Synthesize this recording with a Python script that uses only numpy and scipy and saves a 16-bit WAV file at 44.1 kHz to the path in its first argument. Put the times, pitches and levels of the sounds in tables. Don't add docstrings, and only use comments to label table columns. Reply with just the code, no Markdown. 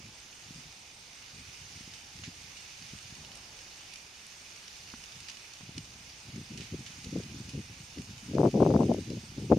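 import sys
import numpy as np
from scipy import signal
from scipy.fft import rfft, irfft, next_fast_len
from scipy.io import wavfile
from scipy.ndimage import uniform_filter1d, map_coordinates

SR = 44100
rng = np.random.default_rng(int(sys.argv[2]) if len(sys.argv) > 2 else 0)


def generate_wav(signal):
    frames = np.transpose(np.atleast_2d(signal))
    scaled = np.clip(frames, -1, 1) * 32767
    pcm = np.round(scaled).astype(np.int16)
    wavfile.write(sys.argv[1], SR, pcm)


N = 422478
TIME = np.arange(N) / SR

# start_s, level_db, extra_treble_db, t60_s
SNAPS = [(1.936, -44, 0, .08), (2.2365, -38, -10, .02), (2.569, -41, -1, 0.016), (2.823, -41, 0, .015),
         (2.987, -41.5, -2, .02), (3.153, -39.5, -3, .012), (3.248, -40, -9, 0.0089),
         (3.3175, -41, -2, .015), (3.3547, -41, 8, .013), (3.373, -47, 11, .013), (3.936, -41.5, 6, 0.033),
         (3.958, -40, 0, .02), (4.267, -48, 16, .013), (4.68, -40, -2, .02), (4.874, -44, -4, 0.012),
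         (4.9008, -39.5, -6, .011), (5.039, -40, 2, .013), (5.204, -42, 10, .013), (5.285, -40, -2, .05),
         (5.298, -39, -3, .02), (5.302, -42.5, -2, .02), (5.37, -41.5, -1, .02), (5.536, -42, 4, 0.015),
         (5.7797, -32.5, -1, .022), (6.575, -39.5, 6, 0.029), (6.6074, -44, 3, .02), (6.863, -53, -8, .02),
         (7.044, -43.5, 6, 0.04), (7.235, -41, -3, .015), (7.492, -45.5, 4, .09), (8.019, -42, 5, 0.014),
         (8.348, -43, 4, .02), (8.513, -40.5, 4, .015), (8.937, -41, 5, .013), (9.102, -41, 2, .015)]
# frequency_hz, likeness (0 wide, 1 mono)
AIR_IMAGE = [(200, 1), (700, 0.91), (1300, 0.83), (2500, .1)]
GRASS_IMAGE = [(1200, 0), (2400, 0.27), (4400, 0.5), (6500, 0.16), (9000, 0.17), (14000, .05)]


def buffeting(level_db=0.16, knee_hz=320, db_per_octave=21, low_slope=1.85, steepness=1.94):
    # frequency_hz, gain_db
    shelter = [(120, 0), (250, -1.6), (450, -4.3), (750, -9.5), (1000, -14.5), (1500, -22)]
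    gust_db = gusts() + level_db
    flutter = 1.5 * wobble(35) + 2.6 * wobble(170)
    flow_db = gust_db + flutter * np.interp(gust_db, [-40, -18], [1.0, .7])
    drive_db = flow_db + .5 * np.clip(flow_db - gust_db, -8, 8)
    knee_octave = np.clip(np.log2(knee_hz) + (drive_db + 35) / db_per_octave, 7, 10)
    hump = lambda u: (u / np.hypot(u, 0.3)) ** low_slope * np.exp(-u ** steepness)
    pressure, rumble = rng.standard_normal(N), 0
    for octave in np.arange(14, 21) / 2:
        band = filtered(pressure, lambda hz: hump(hz / 2 ** octave))
        rumble += np.maximum(1 - 2 * abs(knee_octave - octave), 0) * unit(band)
    low_cut = signal.butter(2, 64, "highpass", fs=SR, output="sos")
    left = signal.sosfilt(low_cut, amp(flow_db) * rumble + eddies())
    right = np.roll(coloured(left, shelter), shift=1)
    return np.array([left, right])


def gusts(rise_db_per_s=1096, fall_db_per_s=750):
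    # time_s, level_db
    draught = [(0, -69), (0.25, -69), (1.15, -74), (1.7, -60), (2.1, -63), (2.7, -69), (3.3, -62),
               (4.2, -76), (5.0, -60), (5.5, -76), (5.8, -53.5), (6.15, -64), (6.9, -55), (7.4, -46),
               (7.85, -56.5), (8.55, -45), (9.58, -50)]
    # start_s, hold_s, level_db
    puffs = [(0.027, 0.074, -53.5), (0.424, 0.1, -56), (0.555, 0.05, -54), (0.656, 0.031, -52.5),
             (1.348, 0.081, -54), (1.472, 0.016, -50), (1.61, 0.03, -56), (1.705, 0.075, -56.5),
             (2.149, 0.075, -49.5), (2.273, 0.031, -51), (2.364, 0.074, -56), (2.8, 0.06, -52),
             (2.929, 0.024, -48), (3.05, 0.12, -57.5), (3.17, 0.097, -52.5), (5.147, 0.082, -55),
             (5.616, 0.11, -54), (5.758, 0.036, -44), (6.278, 0.027, -46), (6.337, 0.079, -42.5),
             (6.509, 0.12, -42), (6.727, 0.02, -32.5), (6.79, 0.021, -39.5), (7.061, 0.035, -43),
             (7.129, 0.068, -34.5), (7.314, 0.041, -46), (7.542, 0.052, -37), (7.806, 0.0067, -46),
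             (7.977, 0.031, -37.5), (8.099, 0.011, -40.5), (8.293, 0.074, -35), (8.371, 0.03, -26.5),
             (8.399, 0.0096, -18.5), (8.441, 0.035, -19), (8.544, 0.016, -22), (8.576, 0.29, -27),
             (8.606, 0.032, -20), (8.665, 0.0084, -19), (8.69, 0.023, -26.5), (8.741, 0.028, -21.5),
             (8.793, 0.036, -23), (8.891, 0.033, -22), (8.945, 0.06, -34.5), (9.068, 0.11, -35),
             (9.378, .09, -34.5), (9.516, 0.015, -16.5), (9.569, .03, -29.5)]
    power = amp(curves(draught)[0]) ** 2
    for s, hold, db in puffs:
        near = slice(max(int((s - .2) * SR), 0), int((s + hold + .3) * SR))
        t = TIME[near] - s
        below_db = rise_db_per_s * np.maximum(-t, 0) + fall_db_per_s * np.maximum(t - hold, 0)
        power[near] += amp(db - below_db) ** 2
    return 10 * np.log10(power)


def eddies(spit_db=-24, spit_ratio=3.4):
    # time_s, level_db, pitch_hz
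    hits = [(0.004, -44, 158), (0.071, -51, 190), (0.509, -37.5, 144), (0.56, -48, 170), (0.585, -43, 130),
            (1.81, -41.5, 150), (1.878, -42.5, 164), (2.279, -35.5, 140), (2.936, -38, 168),
            (3.126, -41, 140), (5.693, -38, 187), (7.163, -22.5, 283), (7.578, -24.5, 170),
            (7.974, -38, 258), (8.354, -17.5, 220), (8.384, -15, 603), (8.396, -28, 500), (8.407, -22, 580),
            (8.416, -14, 407), (8.433, -11.5, 436), (8.453, -9.5, 410), (8.46, -15, 540), (8.474, -26, 487),
            (8.543, -22, 360), (8.576, -19, 190), (8.603, -15, 470), (8.627, -14.5, 433), (8.652, -20, 500),
            (8.664, -9.5, 440), (8.705, -21, 560), (8.716, -23, 480), (8.74, -20, 540), (8.747, -15, 430),
            (8.764, -16, 600), (8.809, -26, 443), (8.833, -18, 450), (8.917, -16.5, 428),
            (8.946, -18.5, 350), (9.503, -21, 360), (9.517, -13, 284), (9.5213, -10, 570), (9.527, -8, 350),
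            (9.531, -8.5, 294), (9.543, -19, 200), (9.571, -18, 276)]
    out = np.zeros(N)
    pop = lambda u: u * np.exp((1 - u ** 2) / 2)
    for s, db, hz in hits:
        near = slice(max(int((s - .01) * SR), 0), int((s + .01) * SR))
        phase = 2 * np.pi * hz * (TIME[near] - s)
        out[near] += amp(db) * (pop(phase) + amp(spit_db) * pop(spit_ratio * phase))
    return out


def grass(level_db=2.0, ticks_per_s=140, tick_db=-6.0, scatter_db=2, tick_decay_s=0.0027):
    # time_s, level_db
    breeze = [(0.0, -53.5), (0.33, -53.5), (0.56, -51.2), (0.75, -53.5), (1.02, -53.5), (1.62, -51),
              (1.92, -51), (2.05, -52), (2.75, -51), (2.88, -50.5), (3.42, -52), (3.92, -51), (4.12, -53.5),
              (4.32, -52), (4.7, -51), (5.35, -51), (5.67, -53), (6.45, -52), (7.1, -51), (7.5, -52),
              (7.7, -52.5), (8.7, -52), (9.58, -53.2)]
    # frequency_hz, gain_db
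    left_eq = [(500, -30), (1200, -6), (2100, -2.5), (3000, -1), (3600, -0.5), (4900, -1), (5700, -0.5),
               (6700, -2.5), (7200, -5.5), (8700, -9.5), (11000, -10.5), (13000, -21), (15000, -24),
               (15700, -38)]
    right_eq = [(500, -28), (1200, -3), (1900, -0.5), (2520, 7), (2950, 0), (3250, 2), (4000, -2),
                (5000, 5), (6700, 3.5), (7200, -8), (8600, -6), (10300, -15.5), (12000, -19.5),
                (15500, -26.5)]
    touching = rng.random(N) < ticks_per_s / SR
    size = np.minimum(rng.standard_normal(N), 2)
    touches = touching * amp(tick_db + scatter_db * size)
    ticks = signal.lfilter([1], [1, -np.exp(-1 / (tick_decay_s * SR))], touches)
    left, right = paired(patchy(depth_db=0.99) + ticks * rng.standard_normal((2, N)), GRASS_IMAGE)
    hiss = unit(np.array([coloured(left, left_eq), coloured(right, right_eq)]))
    return amp(curves(breeze)[0] + level_db + 0.12 * wobble(13)) * hiss


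def stalks(crack_db=1, ring_db=2.0, pan_right_db=4):
    # start_s, level_db, t60_s
    brushes = [(2.238, -43.5, 0.26), (2.567, -51, 0.43), (5.285, -47, 0.2), (6.575, -46, 0.2),
               (6.607, -49.5, 0.46), (6.863, -44, 0.15)]
    # frequency_hz, gain_db
    snap_eq = [(600, -32), (1750, -13), (2600, -3), (3200, -4.5), (3700, -7), (4200, -5), (4950, -2),
               (5500, -0.5), (7000, -9), (11000, -18), (15000, -52)]
    brush_eq = [(600, -30), (1200, -15), (1800, -4), (2600, -2.5), (3500, -1.5), (4300, -5), (5500, -4),
                (7000, -7), (11000, -28), (15000, -47)]
    through_grass = [(10500, 0), (12000, -5), (13500, -22)]
    crackle = stereo_noise(GRASS_IMAGE, snap_eq)
    brushing = decays(brushes) * stereo_noise(GRASS_IMAGE, brush_eq)
    snaps = SNAPS + faint_snaps()
    treble = coloured(crackle, [(5000, -30), (8000, 0)])
    cracks = decays([(s, db, t60) for s, db, _, t60 in snaps]) * (crackle - treble)
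    cracks += decays([(s, db + treble_db, t60) for s, db, treble_db, t60 in snaps]) * treble
    near = amp(crack_db) * cracks + amp(ring_db) * stalk_ring() + brushing
    return coloured(near, through_grass) * amp([[-pan_right_db / 2], [pan_right_db / 2]])


def stalk_ring(detune=.04):
    # pitch_hz, level_db, t60_s
    modes = [(2770, -10, 0.022), (4960, -8, 0.018)]
    out, t = np.zeros(N + SR), np.arange(SR // 16) / SR
    for (s, db, _, _), size in zip(SNAPS, rng.standard_normal(len(SNAPS))):
        for hz, mode_db, t60 in modes:
            tone = np.sin(2 * np.pi * hz * (1 + detune * size) * t)
            out[int(s * SR):][:len(t)] += amp(db + mode_db) * 1000 ** (-t / t60) * tone
    return out[:N]


def faint_snaps(snaps_per_s=1.5, level_db=-45, scatter_db=1, t60_s=.013):
    chance = rng.random((64, 2))
    times = np.cumsum(-np.log(1 - chance[:, 0])) / snaps_per_s
    levels = level_db + scatter_db * (2 * chance[:, 1] - 1)
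    return [(s, db, 0, t60_s) for s, db in zip(times, levels) if s < N / SR]


def knocks(click_db=-3, click_t60_s=0.026, ring_hz=235, ring_t60_s=0.053):
    # start_s, level_db
    hits = [(2.236, -49), (4.938, -39), (5.608, -45)]
    # frequency_hz, gain_db
    case_eq = [(100, -9), (400, -4), (900, 0), (1700, 1), (2600, -12), (4000, -22), (7000, -40)]
    click = decays([(s, db + click_db, click_t60_s) for s, db in hits]) * stereo_noise(AIR_IMAGE, case_eq)
    ring = sum(decays([(s, db, ring_t60_s)]) * np.sin(2 * np.pi * ring_hz * (TIME - s)) for s, db in hits)
    return click + ring


def cricket(pitch_hz=8210, fall_hz=125, level_db=-7.5, right_db=-6, tail_db=-2, tail_t60_s=.22):
    # time_s, level_db
    fader = [(0, -50.5), (2.5, -52.5), (6.4, -52), (9.5, -49.5)]
    first_s, period_s, gap_s, stroke_s = .146, .2013, .047, .012
    song, t = np.zeros(N + SR), np.arange(-SR // 32, SR // 32) / SR
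    chirps = np.arange(first_s, N / SR, period_s)
    for s in np.sort(np.r_[chirps, chirps + gap_s]):
        late, strength, sharp = rng.standard_normal(3)
        hz = pitch_hz + 25 * sharp - fall_hz * np.tanh(t / stroke_s)
        wing = amp(0.3 * strength) * np.exp(-(t / stroke_s) ** 2) * glide(hz)
        song[int((s + t[0] + .0015 * late) * SR):][:len(t)] += wing
    rasp_db = 2.0 * wobble(300)
    song = song[:N] * amp(curves(fader)[0] + level_db + rasp_db)
    t = np.arange(SR // 4) / SR
    tail = rng.standard_normal((2, len(t))) * 1000 ** (-t / tail_t60_s)
    scattered = signal.fftconvolve(song[None], tail / np.linalg.norm(tail[0]), axes=1)[:, :N]
    return song * amp([[0], [right_db]]) + amp(tail_db) * scattered


def birds(level_db=-1):
    # time_s, pitch_hz, level_db
    hoot = [(1.97, 787, -80), (2.03, 810, -65), (2.11, 792, -67), (2.18, 760, -78)]
    whistle = [(8.93, 3990, -80), (8.98, 4000, -59), (9.07, 4000, -57), (9.105, 4060, -59),
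               (9.14, 4080, -56), (9.18, 4110, -80)]
    waver_db, waver_hz = 1.5 * wobble(60), 6 * wobble(120)
    out = 0
    for call in (hoot, whistle):
        hz, db = curves(call)
        sounding = (TIME > call[0][0]) & (TIME < call[-1][0])
        out += sounding * amp(db + level_db + waver_db) * glide(hz + waver_hz)
    return out


def fizz(grain_db=2.5):
    # time_s, level_db
    swell = [(0, -100), (6.0, -92), (7.5, -82), (8.4, -71), (9.58, -75)]
    # frequency_hz, gain_db
    tips_eq = [(7000, -30), (10000, -1), (12300, 0), (15500, -12)]
    grain = unit(amp(grain_db * wobble(200)))
    return amp(curves(swell)[0]) * grain * stereo_noise(GRASS_IMAGE, tips_eq)


def far_wind(level_db=11.0):
    # time_s, level_db
    swell = [(0, -72), (1.2, -73.5), (2.4, -72), (3.0, -73), (3.3, -68.5), (3.7, -70.5), (4.2, -73),
             (9.5, -71.5)]
    # frequency_hz, gain_db
    air_eq = [(20, -2), (60, 8.5), (200, 3), (400, 0.5), (600, -1.5), (850, 2), (1150, -5), (1700, -14),
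              (3000, -33), (8000, -60)]
    rush = paired(patchy(depth_db=-0.2), AIR_IMAGE)
    return amp(curves(swell)[0] + level_db) * unit(coloured(rush, air_eq))


def amp(db):
    return 10 ** (np.asarray(db) / 20)


def unit(x):
    return x / np.sqrt(np.mean(x ** 2) + 1e-20)


def along(points, hz):
    frequencies, values = np.transpose(points)
    return np.interp(np.log(hz + 1), np.log(frequencies + 1), values)


def curves(rows):
    times, *columns = np.transpose(rows)
    return [np.interp(TIME, times, column) for column in columns]


def wobble(knots_per_s):
    return map_coordinates(rng.standard_normal(int(N * knots_per_s / SR) + 4), [TIME * knots_per_s])


def glide(hz):
    return np.sin(2 * np.pi * np.cumsum(hz) / SR)


def filtered(x, response):
    size = next_fast_len(N + 8192, True)
    return irfft(rfft(x, size) * response(np.fft.rfftfreq(size, 1 / SR)), size)[..., :N]


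def coloured(x, eq):
    return filtered(x, lambda hz: amp(along(eq, hz)))


def paired(x, image):
    angle = lambda hz: np.arccos(np.clip(along(image, hz), -1, 1)) / 2
    mid, side = filtered(x, lambda hz: np.array([np.cos(angle(hz)), np.sin(angle(hz))]))
    return np.array([mid + side, mid - side])


def stereo_noise(image, eq):
    return unit(coloured(paired(rng.standard_normal((2, N)), image), eq))


def patchy(depth_db):
    spectra = signal.stft(rng.standard_normal((2, N)), nperseg=512)[2]
    patches = uniform_filter1d(rng.standard_normal(spectra.shape[1:]), size=6, axis=0)
    patches = uniform_filter1d(patches, size=16, axis=1)
    return signal.istft(spectra * amp(depth_db * unit(patches)), nperseg=512)[1][:, :N]


def decays(rows):
    envelope, t = np.zeros(N + SR), np.arange(SR // 2) / SR
    attack = 1 - np.exp(-t / .0002)
    for s, db, t60 in rows:
        envelope[int(s * SR):][:len(t)] += amp(db) * attack * 1000 ** (-t / max(t60, .002))
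    return envelope[:N]


def scene():
    return buffeting() + far_wind() + grass() + stalks() + knocks() + cricket() + birds() + fizz()


def record(dry, top_hz=15700):
    # centre_hz, half_width_hz, gain_db
    capsule = [(2936, 135, 3.5), (3250, 73, -5), (3640, 590, 1), (3980, 50, -2.5), (5356, 56, -9)]
    # centre_hz, half_width_hz
    notches = [(7650, 230), (9610, 395)]

    def response(hz):
        bell = lambda centre, width: np.exp(-((hz - centre) / width) ** 2)
        colour = amp(sum(db * bell(centre, width) for centre, width, db in capsule))
        slots = np.prod([1 - bell(centre, width) for centre, width in notches], axis=0)
        return colour * slots * (hz < top_hz)
    return filtered(dry, response)


dry = scene()
out = record(dry)
generate_wav(out)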